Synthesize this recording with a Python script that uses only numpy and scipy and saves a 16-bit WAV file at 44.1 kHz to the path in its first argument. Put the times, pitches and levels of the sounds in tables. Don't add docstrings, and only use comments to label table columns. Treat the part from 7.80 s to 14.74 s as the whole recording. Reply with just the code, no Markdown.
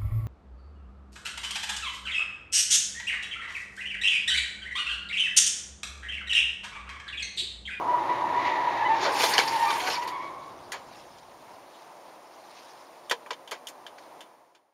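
import sys
import numpy as np
from scipy import signal
from scipy.fft import rfft, irfft
from scipy.io import wavfile
from scipy.ndimage import uniform_filter1d

SR = 44100
rng = np.random.default_rng(int(sys.argv[2]) if len(sys.argv) > 2 else 0)


def to_wav(s):
    ch = np.atleast_2d(s).T
    pcm = np.round(np.clip(ch, -1, 1) * 32767)
    wavfile.write(sys.argv[1], SR, pcm.astype(np.int16))


N = 305893
T = np.arange(N) / SR


def amp(db):
    return 10 ** (np.asarray(db) / 20)


def unit(x):
    return x / np.sqrt(np.mean(x ** 2) + 1e-20)


def curve(rows):
    rows = np.array(rows, float)
    return np.interp(T, rows[:, 0], rows[:, 1])


def during(rows):
    return uniform_filter1d(1. * (T <= rows[-1][0]), size=900)


def colour(x, points):
    hz = np.fft.rfftfreq(len(x), 1 / SR) + 1
    f, db = np.transpose(points)
    ends = np.minimum(hz / f[0], 1) ** 2 * np.minimum(f[-1] / hz, 1) ** 4
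    gain = ends * amp(np.interp(np.log(hz), np.log(f), db))
    return irfft(rfft(x) * gain, len(x))


def band(x, lo, hi):
    return signal.sosfilt(signal.butter(3, [lo, min(hi, .49 * SR)], "band", fs=SR, output="sos"), x)


def unit_in(x, lo, hi):
    return x / np.std(band(x, lo, hi))


def noise():
    return rng.standard_normal(N)


def wander(hz):
    f = np.fft.rfftfreq(N, 1 / SR)
    return unit(irfft(rfft(noise()) / (1 + (f / hz) ** 4), N))


def crackle(per_s, spread_db):
    size = amp(spread_db * np.minimum(rng.exponential(1, N), 4))
    return size * rng.choice([-1, 1], N) * (rng.random(N) < per_s / SR)


def reflect(x, t60, wet_db):
    fall = amp(-120 / (t60 * SR))
    power = signal.lfilter([1 - fall], [1, -fall], x ** 2)
    return x + amp(wet_db) * np.sqrt(power) * noise()


def patchy(x, patchy_db):
    z = signal.stft(x, nperseg=256)[2]
    across_pitch = uniform_filter1d(rng.standard_normal(z.shape), size=6, axis=0)
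    field = uniform_filter1d(across_pitch, size=9, axis=1)
    return signal.istft(z * amp(patchy_db * unit(field)))[1][:N]


def burst(s, build, hold, release):
    before = np.minimum(T - s, 0) / build
    after = np.maximum(T - s - hold, 0) / release
    return np.exp(np.maximum(before - after, -20))


def add(mix, s, sound):
    part = mix[round(s * SR):][:len(sound)]
    part += sound[:len(part)]


ARCH_SHAPE = 0.37


def arches(rows):
    rows = np.array(rows, float)
    current = np.maximum(np.searchsorted(rows[:, 0], T) - 1, 0)
    start, length, *rest = rows[current].T
    progress = np.clip((T - start) / length, 0, 1)
    return progress, np.abs(np.sin(np.pi * progress)) ** ARCH_SHAPE, *rest


PARTIALS = [2, -15.5, -28, -39]
# (t/s, level/dB added to the overtones and the rasp)
DRAG = [(0, -11.5), (.31, 1), (.5, -2.5), (.68, 8.5), (.82, 3), (1.05, 2.5), (1.85, 2), (2.2, -2),
        (2.43, 2.5), (2.6, -5)]
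SLIP_SCATTER = 0.15


def stick_slip(hz, jitter, jitter_hz, flutter_db, overtone_db):
    phase = 2 * np.pi * np.cumsum(hz * (1 + jitter * wander(jitter_hz))) / SR
    edge = amp(curve(DRAG) + overtone_db)
    scatter = SLIP_SCATTER * wander(100)
    squeal = np.zeros(N)
    for k, db in enumerate(PARTIALS):
        partial = np.sin((k + 1) * phase + k * scatter) * amp(flutter_db * wander(56))
        squeal += amp(db) * (edge if k else 1) * unit(partial)
    return squeal


# (t/s, level/dB)
TYRE_SLIDE = [(0, -33.5), (.6, -30.5), (1.2, -29), (1.35, -27.5), (1.7, -31), (1.93, -29), (2.05, -39),
              (2.28, -34), (2.74, -48.5)]
# (t/s, f/Hz)
TYRE_PITCH = [(0, 976), (.17, 972), (.25, 945), (.32, 981), (.51, 959), (.6, 988.5), (.96, 936),
              (1.08, 894.7), (1.62, 885), (1.71, 918.5), (1.85, 910.7), (2.28, 979.6), (2.45, 1032),
              (2.72, 1070)]
# (start t/s, length t/s, boost level/dB)
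BITES = [(.072, 0.13, 10.5), (.293, 0.043, 10.5), (.43, 0.085, 3), (.535, 0.07, 5), (.643, 0.051, 7.5),
         (.755, .06, 2.5), (.84, .045, 2.5), (1.085, 0.075, 10), (1.72, 0.055, 8), (1.8, 0.078, 10),
         (2.17, 0.1, 5)]
# (f/Hz, level/dB)
RASP_SPECTRUM = [(900, -41.5), (1450, -14), (1850, 5.5), (2300, 1), (2900, -9.5), (3800, -6), (5000, -17),
                 (6800, -22), (9000, -48), (15000, -48.5)]
HOWL_DB = 2.5


def tyres():
    _, arch, boost_db = arches(BITES)
    bite_db = arch * boost_db
    hz = curve(TYRE_PITCH)
    grip = amp(np.interp(T, [1.16, 1.25, 1.58, 1.68], [-1.5, -11.5, -7, -2]))
    lead = amp(-2.0 + bite_db) * grip * stick_slip(hz, 0.014, 45, 2.5, overtone_db=-0.5)
    lower = amp(-9.5) * stick_slip(hz * .925, 0.0311, 67.0, 4.1, overtone_db=3)
    upper = amp(-11) * stick_slip(hz * 1.09, .055, 110, 2.9, overtone_db=-2)
    rasp_db = -15.5 + curve(DRAG) + 0.13 * bite_db + 1.8 * wander(49)
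    rasp = unit(colour(noise(), RASP_SPECTRUM)) * amp(rasp_db)
    neighbours = amp(HOWL_DB + np.interp(T, [2.15, 2.45, 2.7], [0, -3, -12]))
    slide = amp(curve(TYRE_SLIDE)) * during(TYRE_SLIDE)
    return slide * (lead + neighbours * (lower + upper + rasp))


BRAKE_S, STOP_S = 0.97, 3.88


def speed():
    return np.interp(T, [BRAKE_S, STOP_S], [1, 0])


# (f/Hz, level/dB)
BOOM_SPECTRUM = [(25, -6), (40, -7), (55, -1.5), (75, -3), (105, 5), (160, 0.5), (260, 3), (500, -31.5)]
RUMBLE_DB, RUMBLE_POWER, IDLE_DB = -59, 0.5, -78.5


def rumble():
    level = amp(RUMBLE_DB) * speed() ** RUMBLE_POWER + amp(IDLE_DB)
    return level * unit(colour(noise(), BOOM_SPECTRUM))


# (f/Hz, level/dB)
ROLLING_SPECTRUM = [(60, -30), (115, -7.5), (210, -13), (290, -3), (355, 3), (440, -5), (600, 2.5),
                    (850, 2.5), (1150, 0), (1500, -10), (2600, -20.5), (6500, -32), (15000, -46)]
# (f/Hz, level/dB)
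STANDING_SPECTRUM = [(40, -38.5), (85, -39), (135, -18.5), (230, -13), (340, -4.5), (430, -6.5), (590, -1),
                     (980, -0.5), (1450, -13.5), (2150, -16.5), (2900, -22), (6200, -25), (9500, -30),
                     (15500, -33)]
ROLL_DB, ROLL_POWER = -37.5, 1.74
HUM_DB = -54


def road():
    rolling = unit_in(colour(noise(), ROLLING_SPECTRUM), 200, 720)
    standing = unit_in(colour(noise(), STANDING_SPECTRUM), 200, 720)
    roar = amp(ROLL_DB) * speed() ** ROLL_POWER * rolling
    hum = amp(HUM_DB) * np.sqrt(1 - speed()) * standing
    return (roar + hum) * amp(0.52 * wander(3.7))


# (start t/s, length t/s, f/Hz, level/dB)
CHIRPS = [(1.008, 0.042, 873.5, -31.5), (1.048, 0.033, 1002, -26.5), (1.86, 0.063, 1175, -32),
          (2.01, 0.11, 745, -39), (2.32, 0.058, 1104, -38.5), (2.39, .11, 1120, -42.5),
          (2.51, 0.18, 1112, -49)]
CHIRP_RISE = .015


def chirps():
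    progress, arch, hz, db = arches(CHIRPS)
    rising_hz = hz * (1 + CHIRP_RISE * (progress - .5))
    return arch * amp(db) * stick_slip(rising_hz, 0.0189, 66.2, 0.81, overtone_db=9.5)


CLINKS_PER_S, CLINK_T60_S = 330, 0.047
CLINK_HZ = (1435, 5820)


def clinks(spread_db):
    out, t = np.zeros(N), T[:SR // 12]
    for when, pitch, size in rng.random((round(CLINKS_PER_S * N / SR), 3)):
        hz = CLINK_HZ[0] * (CLINK_HZ[1] / CLINK_HZ[0]) ** pitch
        ring = amp(spread_db * size - 60 * t / CLINK_T60_S) * np.sin(2 * np.pi * hz * t)
        add(out, when * N / SR, ring)
    return unit(out)


# (t/s, build-up t/s, hold t/s, panels level/dB, splintering glass level/dB),
# levels before the balance of the layers in crash()
CRUNCHES = [(1.238, 0.04, 0.019, -33, -56), (1.41, 0.029, 0.046, -28, -35), (1.49, .02, .025, -35, -37),
            (1.535, .014, 0.0081, -29, -54), (1.586, 0.0083, 0.0034, -27, -37.5),
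            (1.914, .006, 0.11, -42, -49.5), (2.073, 0.012, 0.068, -33, -48),
            (2.221, .006, .01, -43.5, -56), (2.275, .003, .004, -45, -51)]
# start t/s, build-up t/s, hold t/s, release t/s
SCRAPE = (1.33, 0.027, 0.77, 0.069)
# (f/Hz, level/dB)
PANEL_SPECTRUM = [(100, -20.5), (220, -6), (300, 0.5), (480, 3.5), (620, -3.5), (800, 3.5), (1100, 7),
                  (1350, -0.5), (1900, 2), (2400, 1.5), (2800, 0), (4200, 0.5), (5400, -2.5), (7000, -9),
                  (8500, -37)]
# (f/Hz, level/dB)
GLASS_SPECTRUM = [(4000, -33), (7000, 1), (9500, 0.5), (11500, -2), (15500, -12.5)]
CRUNCH_RELEASE_S = 0.034
SCRAPE_PANELS_DB, SCRAPE_GLASS_DB = -39.5, -47.5


def crash():
    buckling = patchy(reflect(crackle(1800, 2.9), 0.092, -0.069), 2.5) * amp(0.24 * wander(30))
    splinters = patchy(reflect(crackle(3100, 2.3), .04, -0.5), 1.9)
    panels = unit_in(colour(buckling, PANEL_SPECTRUM), 2600, 7000)
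    glass = unit_in(colour(splinters, GLASS_SPECTRUM), 8500, 15000)
    power = np.outer(amp([SCRAPE_PANELS_DB, SCRAPE_GLASS_DB]), burst(*SCRAPE)) ** 2
    for s, build, hold, panels_db, glass_db in CRUNCHES:
        crunch = burst(s, build, hold, CRUNCH_RELEASE_S)
        power += np.outer(amp([panels_db, glass_db]), crunch) ** 2
    panel_level, glass_level = np.sqrt(power)
    metal = amp(-1.43) * panels + amp(-12) * clinks(spread_db=15)
    return panel_level * metal + amp(-2.5) * glass_level * glass


# (f/Hz, level/dB)
THUD_SPECTRUM = [(130, -42.5), (280, -8.5), (470, 4.5), (1050, 5), (1500, -4.5)]
# (f/Hz, level/dB)
CRACK_SPECTRUM = [(1100, -14), (1700, 6), (2700, -1.5), (4500, -3), (7000, -9), (8500, -23.5)]
# (f/Hz, level/dB)
TICK_SPECTRUM = [(5000, -3.5), (7000, 1), (10000, -5), (15000, -13.5)]


def blow(thud_db, crack_db, tick_db, ping_db, ping_hz, t60, rise):
    t = T[:SR // 4]
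    thud, crack, tick, ping = rng.standard_normal((4, len(t)))
    low = amp(thud_db - 60 * t / (1.04 * t60)) * unit(colour(thud, THUD_SPECTRUM))
    middle = amp(crack_db) * unit(colour(crack, CRACK_SPECTRUM))
    middle += amp(ping_db) * unit(band(ping, .88 * ping_hz, 1.12 * ping_hz))
    high = amp(tick_db - 60 * t / (0.81 * t60)) * unit(colour(tick, TICK_SPECTRUM))
    swell, onset = 1 - np.exp(-t / 0.0043), 1 - np.exp(-t / rise)
    return low * swell + (middle * amp(-60 * t / t60) + high) * onset


# (t/s, thud level/dB, crack level/dB, ping f/Hz, t60 of the middle t/s)
SNAPS = [(1.226, -21, -40.5, 3700, 0.27), (1.262, -21, -39.5, 3640, 0.27), (1.397, -38, -31, 3798, .083),
         (1.434, -15, -26, 3650, 0.086), (1.536, -40, -25, 5060, 0.046), (1.5799, -32.5, -9.5, 3050, 0.015),
         (1.588, -9, -17, 4500, 0.032), (1.596, -23, -21.5, 2250, 0.055), (1.677, -46, -30, 4940, 0.088),
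         (1.902, -31, -30.5, 3520, 0.1), (2.084, -19, -44, 4385, 0.046), (2.275, -55, -40, 4300, .093)]
SNAP_TICK_DB, SNAP_PING_DB = -13, 1


def snaps():
    out = np.zeros(N)
    for s, thud_db, crack_db, ping_hz, t60 in SNAPS:
        tick_db, ping_db = crack_db + SNAP_TICK_DB, crack_db + SNAP_PING_DB
        add(out, s, blow(thud_db, crack_db, tick_db, ping_db, ping_hz, t60, rise=0.00065))
    return band(out, 150, 18000)


# (t/s, half length t/s, level/dB)
SLIDES = [(2.7, 0.57, -61), (3.18, 0.05, -53.5), (3.382, 0.045, -61), (3.998, .09, -60.5),
          (4.815, 0.14, -55), (6.243, 0.053, -62)]
# start t/s, build-up t/s, hold t/s, release t/s
SCATTER = (1.4, .1, 3.8, 0.38)
# (f/Hz, level/dB)
SHARD_SPECTRUM = [(1200, 1.5), (2200, 2.5), (3500, 1), (5200, 0.5), (6800, -5), (9000, -10), (15000, -25)]
SCATTER_DB = -63.5


def debris():
    sliding = patchy(reflect(crackle(1200, 1.3), 0.065, 0), 2.9)
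    power = (amp(SCATTER_DB) * burst(*SCATTER)) ** 2
    for s, half, db in SLIDES:
        power += amp(db) ** 2 * np.exp(-((T - s) / half) ** 2)
    return np.sqrt(power) * unit(colour(sliding, SHARD_SPECTRUM))


# (f/Hz, width f/Hz, relative level/dB)
TRIM_MODES = [(478, 14, -8.5), (1009, 26.5, 2.5), (1280, 73, 1.5), (1807, 220, 6.5), (2375, 39, -5),
              (2940, 19, -19), (3510, 75, -8.5)]


def trim():
    t = T[:SR // 4]
    ring = np.zeros(len(t))
    for hz, width, db in TRIM_MODES:
        pair = sum(np.sin(2 * np.pi * (hz * detune * t + rng.random())) for detune in (.965, 1.02))
        ring += amp(db) * np.exp(-.85 * np.pi * width * t) * pair
    return ring * (1 - np.exp(-t / 0.00013))


# (t/s, thud level/dB, crack level/dB, tick level/dB, ping level/dB, t60 of the middle t/s)
KNOCKS = [(2.919, -34.5, -29, -31.5, -45, 0.099), (2.933, -30.5, -33.5, -57, -51, 0.2),
          (5.297, -37, -40, -30, -27, 0.059), (5.311, -17.5, -18, -27.5, -22, 0.084),
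          (5.318, -22.5, -36, -41, -43, 0.051), (5.462, -36, -56, -52, -54, 0.095),
          (5.506, -23.5, -27.5, -43, -38, .078), (5.53, -57, -36.5, -52, -38, 0.066),
          (5.675, -62, -46, -50, -42, 0.12), (5.711, -42, -42, -35, -36, .12),
          (5.717, -27.5, -30.5, -60, -48, 0.14), (5.87, -57, -46, -31.5, -30.5, 0.048),
          (5.884, -46, -41.5, -35.5, -48, 0.1), (6.065, -44, -40.5, -51, -40.5, 0.092),
          (6.182, -50, -43, -62, -62, 0.076), (6.406, -60, -43, -46, -40, 0.12),
          (6.749, -43.5, -38.5, -48.5, -42, 0.11)]
KNOCK_PING_HZ = 3290
TRIM_DB = -11.5


def knocks():
    out = np.zeros(N)
    for s, thud_db, crack_db, tick_db, ping_db, t60 in KNOCKS:
        knock = blow(thud_db, crack_db, tick_db, ping_db, KNOCK_PING_HZ, t60, rise=0.00051)
        add(out, s, amp(-4.5) * knock + amp(thud_db + TRIM_DB) * trim())
    return band(out, 150, 18000)


CABIN_T60_S, CABIN_DB = 0.045, -9


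def cabin(x):
    t = T[:SR // 16]
    taps = band(rng.standard_normal(len(t)) * amp(-60 * t / CABIN_T60_S), 1200, 18000)
    return x + amp(CABIN_DB) * signal.oaconvolve(x, taps / np.linalg.norm(taps))[:N]


def scene():
    sharp = cabin(crash() + snaps() + knocks())
    return (tyres() + rumble() + road() + chirps() + debris() + sharp)[None]


WHINE_HZ, WHINE_DB = 9373, -73
FADE_S, FADE_DB_PER_S = 6.387, 38.5
NOTCH_HZ, EDGE_HZ = 7880, 15700


def record(dry):
    whine_hz = WHINE_HZ + 4 * wander(30)
    whine = amp(WHINE_DB) * unit(np.sin(2 * np.pi * np.cumsum(whine_hz) / SR))
    rounded = .6 * np.tanh(dry / .6)
    fade = amp(-FADE_DB_PER_S * np.maximum(T - FADE_S, 0))
    notched = signal.lfilter(*signal.iirnotch(NOTCH_HZ, 8, SR), (rounded + whine) * fade)
    low_pass = signal.firwin(511, EDGE_HZ, window=("kaiser", 9), fs=SR)
    return signal.oaconvolve(notched, low_pass[None], "same")


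dry = scene()
out = record(dry)
to_wav(out)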